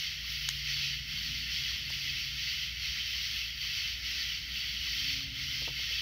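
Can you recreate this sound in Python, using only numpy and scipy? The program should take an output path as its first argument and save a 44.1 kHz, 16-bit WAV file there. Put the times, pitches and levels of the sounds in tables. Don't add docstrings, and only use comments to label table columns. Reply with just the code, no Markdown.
import sys
import numpy as np
from scipy import signal
from scipy.fft import rfft, irfft, next_fast_len
from scipy.io import wavfile
from scipy.ndimage import uniform_filter1d, map_coordinates

SR = 44100
rng = np.random.default_rng(int(sys.argv[2]) if len(sys.argv) > 2 else 0)


def to_wav(s):
    ch = np.atleast_2d(s).T
    pcm = np.round(np.clip(ch, -1, 1) * 32767)
    wavfile.write(sys.argv[1], SR, pcm.astype(np.int16))


def voltage_ratio(level):
    return 10 ** (np.asarray(level, float) / 20)


N = 265261
TIME = np.arange(N) / SR


def unit(x):
    return x / np.sqrt(np.mean(x ** 2) + 1e-20)


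def wobble(rate_hz):
    knots = rng.standard_normal(int(N * rate_hz / SR) + 4)
    return map_coordinates(knots, [np.arange(N) * rate_hz / SR])


def swells(rows):
    return sum(db * np.exp(-((TIME - s) / half_s) ** 2) for s, half_s, db in rows)


def filtered(x, response):
    m = next_fast_len(N + SR // 2)
    return irfft(rfft(x, m) * response(np.fft.rfftfreq(m, 1 / SR)), m)[:N]


def resonance(f, hz, width_hz):
    damping = 1j * f * width_hz
    return damping / (hz * hz - f * f + damping)


def coloured(x, spectrum):
    f, db = np.transpose(spectrum)
    return unit(filtered(x, lambda hz: voltage_ratio(np.interp(np.log(hz + 1), np.log(f + 1), db))))


def add_at(out, start_s, sound):
    out[..., round(start_s * SR):][..., :sound.shape[-1]] += sound


def singers(teeth_hz, sharp, stroke_db, blur):
    total = np.zeros(N)
    for _ in range(3):
        rate = teeth_hz * (1 + 0.05 * rng.standard_normal() + 0.04 * wobble(8))
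        cycle = np.cumsum(rate) / SR % 1
        strokes = voltage_ratio(stroke_db * wobble(14))
        total += unit(strokes * np.exp(-sharp * cycle) * rng.standard_normal(N))
    return unit(total) + blur * rng.standard_normal(N)


def ringing(count, lo_hz, hi_hz, life_s, spread_db):
    start, pitch, strength = rng.random((3, count, 1))
    t = np.arange(1300) / SR
    hz = lo_hz + (hi_hz - lo_hz) * pitch
    notes = voltage_ratio(spread_db * strength) * t * np.exp(-t / life_s) * np.sin(2 * np.pi * hz * t)
    at = (start * N).astype(int) + np.arange(len(t))
    return unit(np.bincount(at.ravel(), notes.ravel(), N)[:N])


# start_s, length_s, strength_db, growth_db, near_extra_db
KATYDID_PHRASES = [(-.3, 0.3, -0.9, 0.5, -1), (0.237, 0.29, -3, -3.5, 2.5), (0.618, 0.21, 1.2, 0.5, -2.5),
                   (1.057, 0.29, -3.5, 1, 0.5), (1.463, 0.23, 0.3, -2.7, -1.5), (1.843, 0.34, -3, 2.1, .3),
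                   (2.298, 0.26, -2.1, 3.5, -1.5), (2.776, 0.2, -0.8, -2.5, -1.4),
                   (3.038, 0.33, -2, 2.5, 1), (3.557, 0.26, -1.5, 3.3, 0), (4, 0.25, -0.8, 1.2, -1.2),
                   (4.493, .21, -2, -2.8, -.2), (4.78, 0.31, -0.6, 4, 0), (5.313, .27, -3.5, 4.5, -0.5),
                   (5.727, .24, -1.3, 1.5, -1.5)]
# centre_s, half_width_s, level_db
HUSHES = [
    (1.04, 0.036, -2),
    (3.53, .06, -1),
    (5.31, 0.047, -2),
]


def phrasing(level_db, between_db, lag_s, near):
    attack_s, release_s = 0.13, 0.21
    syllable_s, syllable_db = 0.13, 0.72
    start, length, strength_db, growth_db, near_db = np.transpose(KATYDID_PHRASES)[..., None]
    t = np.linspace(0, N / SR, num=3000)
    since = t - lag_s - start

    def fade(v):
        return np.sin(np.pi / 2 * np.clip(v, 0, 1))

    sung = fade(since / attack_s) * fade((length + release_s - since) / release_s)
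    sung *= voltage_ratio(syllable_db * np.cos(2 * np.pi * (since - 0.1) / syllable_s))
    growth = growth_db * (np.clip(since / length, 0, 1) - 0.5)
    sung *= voltage_ratio(strength_db + growth + near * near_db)
    gain = voltage_ratio(level_db) * np.sqrt(voltage_ratio(2 * between_db) + np.sum(sung ** 2, axis=0))
    hush_depth = 1.8 if near else 1
    return voltage_ratio(swells(HUSHES) * hush_depth) * np.interp(TIME, t, gain)


# pitch_hz, density_db (per Hz)
CROWD_WINGS = [(1400, -43), (2400, -6.5), (2680, -1), (2830, -4), (3000, 1.5), (3250, -1), (3450, -3.5),
               (3800, -13), (4940, -15), (8360, -120)]
# pitch_hz, density_db (per Hz)
DEEP_WINGS = [(560, -77), (950, -30), (1030, -29), (1330, -13), (1680, -10.5), (1950, -1), (2160, 0.5),
              (2500, -10.5), (3250, -5), (5500, -120)]
# pitch_hz, density_db (per Hz)
BRIGHT_WINGS = [(2180, -41.5), (3700, -3), (4530, 0), (4990, -3), (5410, -1), (6040, -8), (6730, -23.5),
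                (8500, -33.5), (11000, -46), (18700, -120)]
# pitch_hz, density_db (per Hz)
NEAR_FIZZ = [(4700, -54), (8000, -44), (8700, -30), (9300, -10.5), (10300, -10.5), (10900, -3.5),
             (12500, 0), (14500, 1), (15200, 4.5), (15800, 0), (16000, -60)]
# level_db, stragglers_between_phrases_db, lag_s
GROUPS = [
    (-38.5, -5, -0.0081),
    (-45, -3, -0.035),
    (-39, -5.5, -0.014),
    (-55.5, -4.5, -0.025),
]


def katydids():
    rasp = singers(teeth_hz=129.95, sharp=2.0, stroke_db=2.0, blur=1.5)
    rasp += 0.23 * ringing(count=600, lo_hz=2501, hi_hz=3506, life_s=0.0068, spread_db=11)
    growl = singers(teeth_hz=89.85, sharp=1.6, stroke_db=1.5, blur=1.0)
    growl += 0.16 * ringing(count=400, lo_hz=1764, hi_hz=2384, life_s=0.0061, spread_db=7)
    buzz = singers(teeth_hz=130.1, sharp=2, stroke_db=2.2, blur=1.3)
    buzz += 0.2 * ringing(count=500, lo_hz=4400, hi_hz=4700, life_s=0.009, spread_db=13)
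    fizz = singers(teeth_hz=385, sharp=1.9, stroke_db=0.5, blur=0.94)

    crowd, deep, bright, near = GROUPS
    return (phrasing(*crowd, near=False) * coloured(rasp, CROWD_WINGS)
            + phrasing(*deep, near=False) * coloured(growl, DEEP_WINGS)
            + phrasing(*bright, near=False) * coloured(buzz, BRIGHT_WINGS)
            + phrasing(*near, near=True) * coloured(fizz, NEAR_FIZZ))


# start_s, peak_db, body_db, t60_s
LIGHTER_CLICKS = [
    (0.4880, -25, -21, 0.006),
    (0.4893, -26.5, -17, 0.0066),
    (0.497, -51, -22, 0.059),
]
# pitch_hz, width_hz, level_db
LIGHTER_MODES = [
    (1080, 230, 3),
    (1840, 310, 7),
    (3550, 490, 10.5),
    (4940, 1430, 4),
    (6700, 1600, 2.5),
    (9000, 2500, -6.5),
    (13600, 4500, -14),
]


def lighter():
    scrape, jolt, t = np.zeros(N), np.zeros(N), np.arange(1500) / SR
    for start_s, peak_db, body_db, t60 in LIGHTER_CLICKS:
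        burst = rng.standard_normal(len(t)) * (1 - np.exp(-t / 0.001)) * voltage_ratio(-60 * t / t60)
        add_at(scrape, start_s, voltage_ratio(peak_db + 16) * burst)
        jolt[round(start_s * SR)] = voltage_ratio(peak_db + body_db + 40.5)

    def ring(f, modes):
        low_cut = (1j * f / (580 + 1j * f)) ** 3
        return low_cut * sum((-1) ** k * voltage_ratio(db) * resonance(f, hz, width_hz)
                             for k, (hz, width_hz, db) in enumerate(modes))

    metal = filtered(scrape, lambda f: ring(f, LIGHTER_MODES[3:]))
    return metal + filtered(jolt, lambda f: ring(f, LIGHTER_MODES[:3]))


# start_s, tick_db, thump_db
TAPS = [
    (1.903, -50.5, -50.5),
    (1.939, -55, -64),
]


def taps():
    out, t = np.zeros((2, N)), np.arange(900) / SR
    for start_s, tick_db, thump_db in TAPS:
        level_db = np.array([[tick_db + 14.5], [thump_db + 20]])
        add_at(out, start_s, voltage_ratio(level_db - 60 * t / 0.011) * rng.standard_normal((2, len(t))))
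    tick = filtered(out[0], lambda f: resonance(f, hz=8500, width_hz=3000) ** 2)
    thump = filtered(out[1], lambda f: resonance(f, hz=810, width_hz=1100) ** 2)
    return tick + thump


# start_s, peak_db, brightness_db
KNOCKS = [
    (5.619, -46, -10),
    (5.677, -40, -2.5),
    (5.699, -52, -5),
    (5.792, -53, -3),
    (5.909, -51, -16),
    (6.009, -51, -14),
]
# pitch_hz, level_db, t60_s
BOARD_MODES = [(346, -5.5, 0.14), (488, 2.5, 0.056), (566, 1.5, 0.057), (656, 4.5, 0.035), (725, -4, 0.044),
               (915, 6, 0.028), (1080, -7, 0.052), (1250, -1, 0.04)]


def steps():
    out, t = np.zeros(N + SR), np.arange(SR // 5) / SR
    for start_s, peak_db, bright_db in KNOCKS:
        ring = np.zeros(len(t))
        for hz, level_db, t60 in BOARD_MODES:
            mode_db = level_db + (hz > 620) * (bright_db + 3) + rng.uniform(-1.0, 1.8)
            ring += voltage_ratio(mode_db - 60 * t / t60) * np.sin(2 * np.pi * hz * t)
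        scuff = 3 * uniform_filter1d(rng.standard_normal(len(t)), size=24)
        ring += voltage_ratio(bright_db - 60 * t / 0.012) * scuff
        add_at(out, start_s, voltage_ratio(peak_db - 3) * (1 - np.exp(-t / 0.00092)) * ring)
    return out[:N]


# start_s, peak_db, pitch_hz
FROG_PIPS = [(0.243, -56, 1160), (1.178, -58, 1130), (1.714, -55, 1120), (1.76, -60, 1080),
             (3.158, -59, 1090), (3.649, -58, 1120), (4.872, -54, 1130), (5.209, -55, 1190)]


def frog():
    out, t = np.zeros(N + SR), np.arange(SR // 10) / SR
    for start_s, peak_db, hz in FROG_PIPS:
        envelope = voltage_ratio(peak_db + 10 - 60 * t / 0.023) * (1 - np.exp(-t / 0.001))
        add_at(out, start_s, envelope * np.sin(2 * np.pi * hz * t))
    return out[:N]


def tone(hz, unsteady_db):
    return np.sqrt(2) * voltage_ratio(unsteady_db * wobble(6)) * np.sin(2 * np.pi * np.cumsum(hz) / SR)


# time_s, firing_order_db, second_order_db
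ENGINE_LEVELS = [(0, -62.5, -83), (.7, -47.5, -79), (1.0, -49, -92), (1.3, -58.5, -65), (1.5, -65, -68),
                 (1.8, -51, -76), (2.15, -56.5, -66), (2.5, -59.5, -74), (3.0, -63.5, -75),
                 (3.75, -67, -87), (4.1, -76, -69), (4.85, -67, -68), (5.15, -57.5, -59),
                 (5.65, -49.5, -64), (5.85, -58.5, -69.5), (6.02, -59, -71)]


def engine():
    time_s, first_db, second_db = np.transpose(ENGINE_LEVELS)
    hz = 141.7 - 1.17 * TIME
    first = voltage_ratio(np.interp(TIME, time_s, first_db)) * tone(hz, unsteady_db=1.5)
    return first + voltage_ratio(np.interp(TIME, time_s, second_db)) * tone(2 * hz, unsteady_db=1.5)


def machine_hum():
    return voltage_ratio(-52) * tone(np.full(N, 58.7), unsteady_db=1.1)


# pitch_hz, density_db (per Hz)
TRAFFIC_COLOUR = [(20, -44), (31, -21), (44, -6.5), (75, -1), (97, -6.5), (118, -4), (160, -5), (178, -14),
                  (197, -8), (214, -21), (232, -10), (252, -21), (300, -24.5), (330, -44)]
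# nearest_s, half_width_s, swell_db
PASSES = [
    (1.35, 0.54, 7),
    (2.0, 0.23, 1.5),
    (3.3, 0.086, 1.5),
    (5.3, 0.57, 4.5),
]


def traffic():
    rumble = coloured(rng.standard_normal(N), TRAFFIC_COLOUR)
    deepest = filtered(rumble, lambda f: 1 / (1 + (f / 108) ** 8))
    passing_db = swells(PASSES)
    town = voltage_ratio(2 + 0.35 * passing_db) * deepest
    vehicles = voltage_ratio(passing_db - 2) * (rumble - deepest)
    return voltage_ratio(-54) * (town + vehicles)


# pitch_hz, density_db (per Hz)
BREEZE_COLOUR = [(180, -35), (300, 1), (471, -4.5), (495, -3.5), (612, -3), (890, -8.5), (1100, -17.5),
                 (1430, -18), (2420, -120)]
# centre_s, half_width_s, swell_db
PUFFS = [
    (1.87, 0.4, 1.5),
    (4.1, .15, 3.5),
    (4.6, 0.22, 2.5),
    (5.3, .2, 3),
]


def breeze():
    level_db = -73.5 + swells(PUFFS) + 1.3 * wobble(2.7)
    return voltage_ratio(level_db) * coloured(rng.standard_normal(N), BREEZE_COLOUR)


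def scene():
    mono = katydids() + lighter() + taps() + steps() + frog()
    mono += engine() + machine_hum() + traffic() + breeze()
    return np.array([mono, mono])


def roll_off(x):
    return signal.sosfilt(signal.butter(12, 16950, fs=SR, output="sos"), x)


def record(dry):
    kept = filtered(dry[0], lambda hz: hz < 15730)
    return roll_off(np.array([kept, kept]))


dry = scene()
out = record(dry)
to_wav(out)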